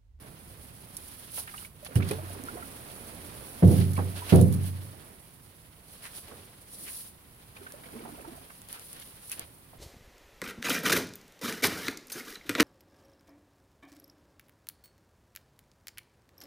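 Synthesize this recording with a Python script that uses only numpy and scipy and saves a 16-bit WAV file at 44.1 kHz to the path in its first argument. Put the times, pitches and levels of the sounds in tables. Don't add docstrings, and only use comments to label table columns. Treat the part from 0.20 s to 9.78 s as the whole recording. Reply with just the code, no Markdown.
import sys
import numpy as np
from scipy import signal
from scipy.fft import rfft, irfft, next_fast_len
from scipy.io import wavfile

SR = 44100
rng = np.random.default_rng(int(sys.argv[2]) if len(sys.argv) > 2 else 0)


def unload_wav(signal):
    wavfile.write(
        sys.argv[1],
        SR,
        np.round(np.clip(np.atleast_2d(signal).T, -1, 1) * 32767).astype(np.int16),
    )


N = 422478
TIME = np.arange(N) / SR
CUTOFF_HZ = 15850

# (f/Hz, relative density/dB)
BACKGROUND_SPECTRUM = [(15, -41), (25, -9), (107, 1), (284, -9.5), (572, -14), (691, -15), (812, -17.5),
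                       (981, -14), (1730, -22.5), (1930, -18), (5370, -35.5), (9720, -22), (15800, -22)]
BACKGROUND_DB = -58
# (f/Hz, correlation)
CHANNEL_LIKENESS = [(25, 1), (70, 1), (280, 0.85), (640, 0.56), (1400, 0.062), (15000, 0.013)]

# (start t/s, length t/s, swirl level/dB, bubble level re the swirl/dB)
BLADE_PULLS = [(0.0, 0.031, -49, -6), (0.152, 0.72, -57.5, -9), (1.666, 0.72, -48, -2),
               (2.42, 1.96, -48.5, -12), (4.4, 0.52, -54.5, -12), (6.066, 0.059, -50, -8),
               (6.5, 0.19, -58.5, -6), (7.36, 0.47, -55.5, 0.5), (7.66, .48, -52.5, -2),
               (9.12, 0.056, -55, -6)]
# (f/Hz, relative density/dB)
WASH_SPECTRUM = [(100, -11.5), (240, 0.5), (420, -1.5), (700, -4), (1300, -9.5), (2500, -14), (6000, -42)]
PULL_ATTACK_TAU_S, SETTLE_T60_S = 0.031, 0.75
WAKE_DB = -68
GLIDE_DB, GLIDE_SAG_DB_PER_S, PULL_MURMUR_DB = -54.5, 1.4, -5.5

# (t/s, level/dB)
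ARM_EFFORT = [(0.0, -58), (0.64, -56), (1.01, -52), (1.28, -54.5), (1.44, -69), (1.68, -57.5),
              (1.92, -51.5), (4.19, -49.5), (5.12, -61), (5.63, -61.5), (5.92, -51.5), (6.48, -59.5),
              (6.69, -58), (6.91, -64.5), (7.71, -55), (8.48, -57.5), (8.7, -51), (9.58, -65)]
# (peak t/s, swish level/dB, length t/s, palm rub level re the swish/dB)
ARM_SWEEPS = [(0.897, -52.5, 0.07, -12), (1.187, -37.5, 0.03, -19), (1.403, -47, 0.053, -9),
              (1.665, -53, 0.0091, 5.5), (1.777, -46.5, 0.012, 1), (1.911, -49.5, 0.037, 2.5),
              (3.55, -42, 0.044, -5), (3.618, -44.5, 0.023, -1.5), (3.987, -46.5, 0.02, 0),
              (4.144, -42, 0.044, 0), (4.343, -44, 0.0068, -9), (4.469, -47, 0.027, -5),
              (5.74, -52, 0.03, -9.5), (5.856, -46, 0.018, -8), (5.975, -45, 0.019, -12),
              (6.668, -44.5, 0.096, -18), (6.791, -45.5, 0.065, -16), (8.54, -47.5, .022, -4.5),
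              (9.12, -49, 0.041, -23), (9.212, -54, 0.029, 0.5)]
# (peak t/s, level/dB, length t/s, f/Hz)
HAND_SLIDES = [(1.179, -46, 0.008, 2820), (4.103, -36, 0.0069, 2710), (5.862, -43.5, 0.017, 1920),
               (6.682, -44.5, 0.014, 2430), (8.563, -52.5, 0.029, 1330), (8.825, -48.5, 0.0067, 3240),
               (9.128, -42, 0.013, 2460)]
# (f/Hz, relative density/dB)
SLEEVE_SPECTRUM = [(2000, -24), (4500, -8), (7200, -13.5), (8500, -6), (9900, 4), (11500, -3.5),
                   (13500, -5.5), (16000, -9)]
# (f/Hz, relative density/dB)
PALM_SPECTRUM = [(500, 3), (1000, 0.5), (1600, 0.5), (2300, -0.5), (3200, 1), (4500, -3), (7000, -14),
                 (12000, -80)]
SLEEVE_DB, PALM_DB, PALM_FOLLOWS = 0, -4.5, 0.81
SWEEP_RISE, SWEEP_FALL = 1.33, 0.99

# (t/s, relative level/dB, t60/s)
SHAFT_TICKS = [(0.7679, -25.5, 0.037), (1.648, -37.5, 0.13), (1.756, -29.5, .09), (1.889, -32, .03),
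               (1.912, -27.5, 0.037), (2.238, -31, .015), (3.477, -36, .03), (3.734, -32, 0.05),
               (3.755, -36.5, .04), (4.158, -24, 0.034), (4.213, -27, 0.095), (4.326, -31, 0.027),
               (7.522, -34, 0.014), (8.418, -38, 0.01), (8.487, -34, 0.013), (8.528, -28, 0.013),
               (8.596, -34.5, 0.0085), (8.730, -34, .02), (8.799, -35, .012), (9.097, -29, 0.012),
               (9.117, -25.5, 0.071), (9.195, -22.5, 0.0071)]

# (t/s, relative level/dB, f/Hz, relative spray level/dB)
SINGLE_PLOPS = [(1.175, -43.5, 920, 12), (1.274, -37.5, 1770, 3.5), (1.289, -43, 2010, 6),
                (1.339, -36, 1215, 0.5), (1.379, -37, 2850, -2), (1.420, -45, 1260, 0),
                (1.448, -37, 2200, -2.5), (1.628, -39, 580, -20), (1.718, -47, 1400, 4),
                (1.756, -38, 1820, 9), (1.800, -37, 1310, 5), (1.823, -31, 2250, 0), (1.860, -48, 890, 3),
                (1.889, -48, 3260, 17), (1.908, -22, 409, -4.5), (1.91, -32, 2390, 3.5),
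                (1.985, -34.5, 606, -9), (2.285, -28, 1380, -20), (2.369, -37, 693, 2.5),
                (2.425, -33.5, 1360, -6), (3.426, -40, 1700, 5), (3.765, -36.5, 2240, 3),
                (3.777, -26.5, 1056, -16), (3.785, -30.5, 762, 5), (4.020, -34.5, 955, -5),
                (4.123, -30, 1403, 7), (6.111, -48, 1080, 4), (6.116, -47.5, 454, 7), (7.366, -42, 2420, 2),
                (7.411, -41.5, 384, -12), (7.465, -35.5, 1480, -4), (7.537, -40, 573, -13),
                (7.635, -47, 1625, 8.5), (7.748, -38, 435, -10), (7.752, -33.5, 223, -15),
                (7.834, -40, 226, -18), (7.850, -45, 727, 9), (8.045, -40, 890, -2.5),
                (8.074, -36, 327, -22), (8.298, -43, 1514, 3), (9.183, -54, 475, 8.5),
                (9.214, -48, 2220, 5.5), (9.53, -53.5, 696, 10)]
# (from t/s, to t/s, middle level/dB)
TRICKLE_SPANS = [(1.751, 2.498, -46.5), (7.352, 8.349, -49)]
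PLOP_T60_S, PLOP_T60_POWER = .068, .65

# (t/s, blow level/dB, contact brightness f/Hz, thud f/Hz, thud level/dB, thud t60/s)
PADDLE_BUMPS = [(1.756, -26.0, 280.0, 110, -6.5, 0.13), (1.7773, -37.0, 400.0, 92, -17.0, 0.08),
                (3.4236, -17.0, 450.0, 176, -3.0, 0.21), (3.4455, -31.0, 230.0, 99, -11.5, 0.33),
                (3.4794, -25.5, 400.0, 120, -1.0, 0.06), (3.5091, -24.0, 450.0, 322, -9.5, 0.05),
                (3.5851, -27.5, 330.0, 109, -13.0, 0.16), (3.778, -32.5, 1070.0, 262, -31.0, 0.15),
                (4.1221, -12.5, 390.0, 380, -17.0, 0.14), (4.1387, -18.0, 550.0, 174, -16.0, 0.54),
                (4.1543, -15.0, 220.0, 134, -13.0, 0.36), (4.1815, -24.0, 530.0, 99, -18.5, 0.58),
                (4.2111, -19.5, 210.0, 486, -13.5, 0.05), (4.2524, -27.5, 270.0, 116, -18.5, 0.19)]
# (f/Hz, relative level/dB, t60/s)
HULL_MODES = [(93.1, -2.0, 1.01), (105.5, -10.5, 0.4), (117.6, -13.0, 1.09), (132.7, -8.0, 0.54),
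              (143.4, -11.5, 0.92), (171.4, 0.5, 0.45), (183.6, -15.0, 0.83), (198.7, -7.0, 0.41),
              (229.5, -12.5, 0.62), (254.5, -16.5, 0.55), (279.9, -9.5, 0.7), (321.1, -14.0, 0.73),
              (349.6, -10.0, 0.49), (381.9, -7.0, 0.56), (413.5, -14.0, 0.43), (465.6, -10.5, 0.32),
              (492.1, -20.5, 0.35), (506.0, -7.0, 0.35), (529.9, -14.5, 0.31), (557.7, -20.5, 0.3),
              (592.5, -13.5, 0.23), (620.5, -19.0, 0.2), (652.7, -11.5, 0.21), (680.7, -20.5, 0.21),
              (700.7, -8.5, 0.19), (743.4, -18.0, 0.2), (778.3, -11.5, 0.21), (804.6, -18.0, 0.21)]
# (band centre f/Hz, relative band level/dB, t60/s)
HULL_CROWD = [(105, -5, 0.59), (170, -10, 0.86), (267, -20, 0.77), (400, -19.5, 0.65), (620, -10, 0.37),
              (1035, -8.5, 0.25), (1730, -4, 0.12)]

CROSSING_S = (5.3, 6.6)
ARM_SIDE_DB, WATER_SIDE_DB, TICK_SIDE_DB = (-4.5, -1.3), (-5, -4.5), (-7.5, 1)


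def from_db(db):
    return 10 ** (np.asarray(db) / 20)


def at_hz(points, hz):
    f, value = np.transpose(points)
    return np.interp(np.log(hz + 1), np.log(f), value)


def pan(db):
    gains = from_db(np.array([[.5], [-.5]]) * db)
    return gains / gains.mean(axis=0)


def paddle_side(before_after):
    return np.interp(TIME, CROSSING_S, before_after)


def from_the_side(x):
    lag = paddle_side((14, -16))
    samples = np.arange(N)
    left = np.interp(samples - lag / 2, samples, x[0])
    right = np.interp(samples + lag / 2, samples, x[1])
    return np.array([left, right])


def drift(rate):
    knots = rng.standard_normal(int(N / SR * rate) + 2)
    return np.interp(TIME * rate, np.arange(len(knots)), knots)


def low_pass(x, hz, order=2):
    sos = signal.butter(order, min(hz, SR / 2 - 100), fs=SR, output="sos")
    return signal.sosfilt(sos, x + 1e-18)


def band_pass(x, low_hz, high_hz, order=1):
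    return signal.sosfilt(signal.butter(order, [low_hz, high_hz], "band", fs=SR, output="sos"), x)


def dying(t, t60):
    return np.exp(-np.log(1000) * t / t60)


def add(track, s, sound):
    i = round(s * SR)
    track[..., i:i + sound.shape[-1]] += sound[..., :N - i]


def white():
    return rng.standard_normal((2, N))


def coloured(source, spectrum):
    size = next_fast_len(N, True)
    hz = np.arange(size // 2 + 1) * SR / size
    mid, side = rfft(source, size) * from_db(at_hz(spectrum, hz))
    alike = np.clip(at_hz(CHANNEL_LIKENESS, hz), -1, 1)
    stereo = np.sqrt(1 + alike) * mid + np.sqrt(1 - alike) * side * [[1], [-1]]
    out = irfft(stereo)[:, :N]
    return out / out.mean(axis=0).std()


def friction(spectrum, grain_db, catch_db):
    unevenness = from_db(grain_db * drift(900) + catch_db * drift(60))
    return coloured(white() * unevenness, spectrum)


def background():
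    return from_db(BACKGROUND_DB) * coloured(white(), BACKGROUND_SPECTRUM) * pan(-3.5)


def pulls():
    flow_power, bubbling_power = from_db(WAKE_DB) ** 2, 0
    for s, length, db, bubbles_db in BLADE_PULLS:
        t = np.maximum(TIME - s, 0)
        build = 1 - np.exp(-t / PULL_ATTACK_TAU_S)
        pull = from_db(db) * build * dying(np.maximum(t - length, 0), SETTLE_T60_S)
        flow_power = flow_power + pull ** 2
        bubbling_power = bubbling_power + (from_db(bubbles_db) * pull) ** 2
    return np.sqrt(flow_power), np.sqrt(bubbling_power)


def bubble(hz, t60, rise):
    t = TIME[:int(t60 * SR) + 2]
    ring = np.sin(2 * np.pi * hz * t * (1 + rise * t / t60))
    return ring * dying(t, t60) * (1 - np.exp(-t * hz))


def swirl(count=1900, size_db=6, tilt_db=-6, cycles=17, wash_db=-3):
    flow, bubbling = pulls()
    gurgle = np.zeros((2, N))
    for when, pitch, size, side in rng.random((count, 4)):
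        hz = 230 * 12 ** pitch
        gain = from_db(size_db * 3.5 * size ** 2 + tilt_db * pitch)
        ring = bubble(hz, cycles / hz, 0.22)
        add(gurgle, when * (N - 1) / SR, gain * ring * pan(12 * (side - .5)))
    wash = friction(WASH_SPECTRUM, grain_db=-2.0, catch_db=0.5)
    glide = np.hypot(from_db(GLIDE_DB - GLIDE_SAG_DB_PER_S * TIME), from_db(PULL_MURMUR_DB) * flow)
    murmur_spectrum = [(25, -22), (50, -1.5), (90, 0), (180, -2.5), (300, -16.0), (800, -35), (3000, -70)]
    murmur = glide * coloured(white(), murmur_spectrum)
    return bubbling * gurgle / gurgle.std() + from_db(wash_db) * flow * wash + murmur


def arm_motion():
    effort_s, effort_points_db = np.transpose(ARM_EFFORT)
    effort_db = np.interp(TIME, effort_s, effort_points_db)
    usual_db = effort_db.mean()
    swish_power = from_db(effort_db + SLEEVE_DB) ** 2
    rub_power = from_db(usual_db + PALM_FOLLOWS * (effort_db - usual_db) + PALM_DB) ** 2
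    for s, db, length, palm_db in ARM_SWEEPS:
        width = length * np.where(TIME < s, SWEEP_RISE, SWEEP_FALL)
        swell = from_db(db) ** 2 * np.exp(-np.minimum(((TIME - s) / width) ** 2, 20))
        swish_power = swish_power + swell
        rub_power = rub_power + from_db(palm_db) ** 2 * swell
    return np.sqrt(swish_power), np.sqrt(rub_power)


def arms():
    swish, rub = arm_motion()
    sleeves = swish * friction(SLEEVE_SPECTRUM, grain_db=1.5, catch_db=1.73)
    hands = rub * friction(PALM_SPECTRUM, grain_db=1.5, catch_db=2.53)
    slips = white() * from_db(2.4 * drift(700))
    for s, db, length, hz in HAND_SLIDES:
        rasp = band_pass(slips, hz / 1.52, hz * 1.2)
        rasp = rasp + .5 * signal.lfilter(*signal.iirpeak(hz, 7, fs=SR), slips)
        swell = np.exp(-.5 * ((TIME - s) / length) ** 2)
        hands = hands + from_db(db) * rasp / rasp.std() * swell
    return from_the_side(sleeves + hands) * pan(paddle_side(ARM_SIDE_DB))


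def ticks(level_db=-9, snap_db=3.5, snap_t60=0.0039):
    envelope, t = np.zeros(N), TIME[:SR // 5]
    for s, db, t60 in SHAFT_TICKS:
        touch = dying(t, t60) + from_db(snap_db) * dying(t, snap_t60)
        add(envelope, s, from_db(db + level_db) * touch)
    spectrum = [(500, -36), (2500, -5.5), (5500, 3.5), (8000, 2.5), (10000, 17.5), (12500, 7.5), (16000, -6)]
    return envelope * coloured(white(), spectrum) * pan(paddle_side(TICK_SIDE_DB))


def trickles(drop_hz=1150, spread_octaves=1.0, spray_db=1.5, count=16):
    rows = []
    for start, end, db in TRICKLE_SPANS:
        for when, size, pitch in rng.random((count, 3)):
            hz = drop_hz * 2 ** (spread_octaves * (2 * pitch - 1))
            rows.append((start + when * (end - start), db + 6 * (size - .5), hz, spray_db))
    return rows


def plops(rise=0.092, splash_db=-7, satellite_db=-7, spray_attack_s=.001, spray_t60_share=1.47, count=5):
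    out = np.zeros((2, N))
    patter = from_db(4.5 * drift(393)[:SR // 2])
    for s, db, hz, spray_db in SINGLE_PLOPS + trickles():
        t60 = min(PLOP_T60_S * (hz / 1000) ** -PLOP_T60_POWER, .45)
        tone = bubble(hz, t60, rise)
        t = TIME[:len(tone)]
        noise = rng.standard_normal((2, SR // 2)) * patter
        spray = low_pass(band_pass(noise, hz / 2, hz * 2), hz * 1.87)
        spray = (spray / spray.std())[:, :len(tone)] * dying(t, t60 * spray_t60_share)
        spray = spray * (1 - np.exp(-t / spray_attack_s))
        add(out, s, from_db(db) * (tone + from_db(spray_db + splash_db) * spray))
        for delay, pitch, side in rng.random((count, 3)):
            satellite = bubble(hz * 2 ** (1.4 * (pitch - .5)), t60 * 0.9, rise)
            gain = from_db(db + spray_db + satellite_db - 14.0 * delay)
            add(out, s + delay * t60 / 4, gain * satellite * pan(14 * (side - .5)))
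    return out


def hull_response(body_db=-1, width_hz=550, waver_depth=0.71):
    t = TIME[:3 * SR // 2]
    out = np.zeros((2, len(t)))
    for hz, db, t60 in HULL_CROWD:
        band = band_pass(rng.standard_normal((2, len(t))), hz / 1.25, hz * 1.25, order=3)
        out += from_db(db + body_db) * band / band.std() * dying(t, t60)
    for k, (hz, db, t60) in enumerate(HULL_MODES):
        apart = min(hz / width_hz, .5) * rng.choice([-1, 1]) * np.array([[1], [-1]])
        turn = 2 * np.pi * hz * t
        waver = 1 + waver_depth * np.minimum(t / t60 * 5, 1) * drift(21.3)[:len(t)]
        ring = np.sin(turn) + apart * np.cos(turn)
        out += (-1) ** k * from_db(db) * ring * dying(t, t60) * waver
    return out


def hull(far_side_hz=300):
    force, thuds, t = np.zeros(N), np.zeros(N), TIME[:SR // 2]
    swell = 1 - np.exp(-t / .005)
    for s, db, bright_hz, thud_hz, thud_db, t60 in PADDLE_BUMPS:
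        add(force, s, from_db(db) * low_pass(signal.unit_impulse(len(t)), bright_hz))
        thud = np.sin(2 * np.pi * thud_hz * t) * dying(t, t60) * swell
        add(thuds, s, from_db(thud_db) * thud)
    out = signal.fftconvolve(force[None], hull_response())[:, :N] + thuds
    out = signal.sosfilt(signal.butter(2, 55, "high", fs=SR, output="sos"), out)
    bass = low_pass(out, far_side_hz, order=1)
    return bass * pan(-2.3) + (out - bass) * pan(-6.0)


def scene():
    water = from_the_side(swirl() + plops()) * pan(paddle_side(WATER_SIDE_DB))
    return background() + water + arms() + ticks() + hull()


def record(dry):
    return signal.sosfilt(signal.ellip(12, .1, 80, CUTOFF_HZ, fs=SR, output="sos"), dry)


dry = scene()
out = record(dry)
unload_wav(out)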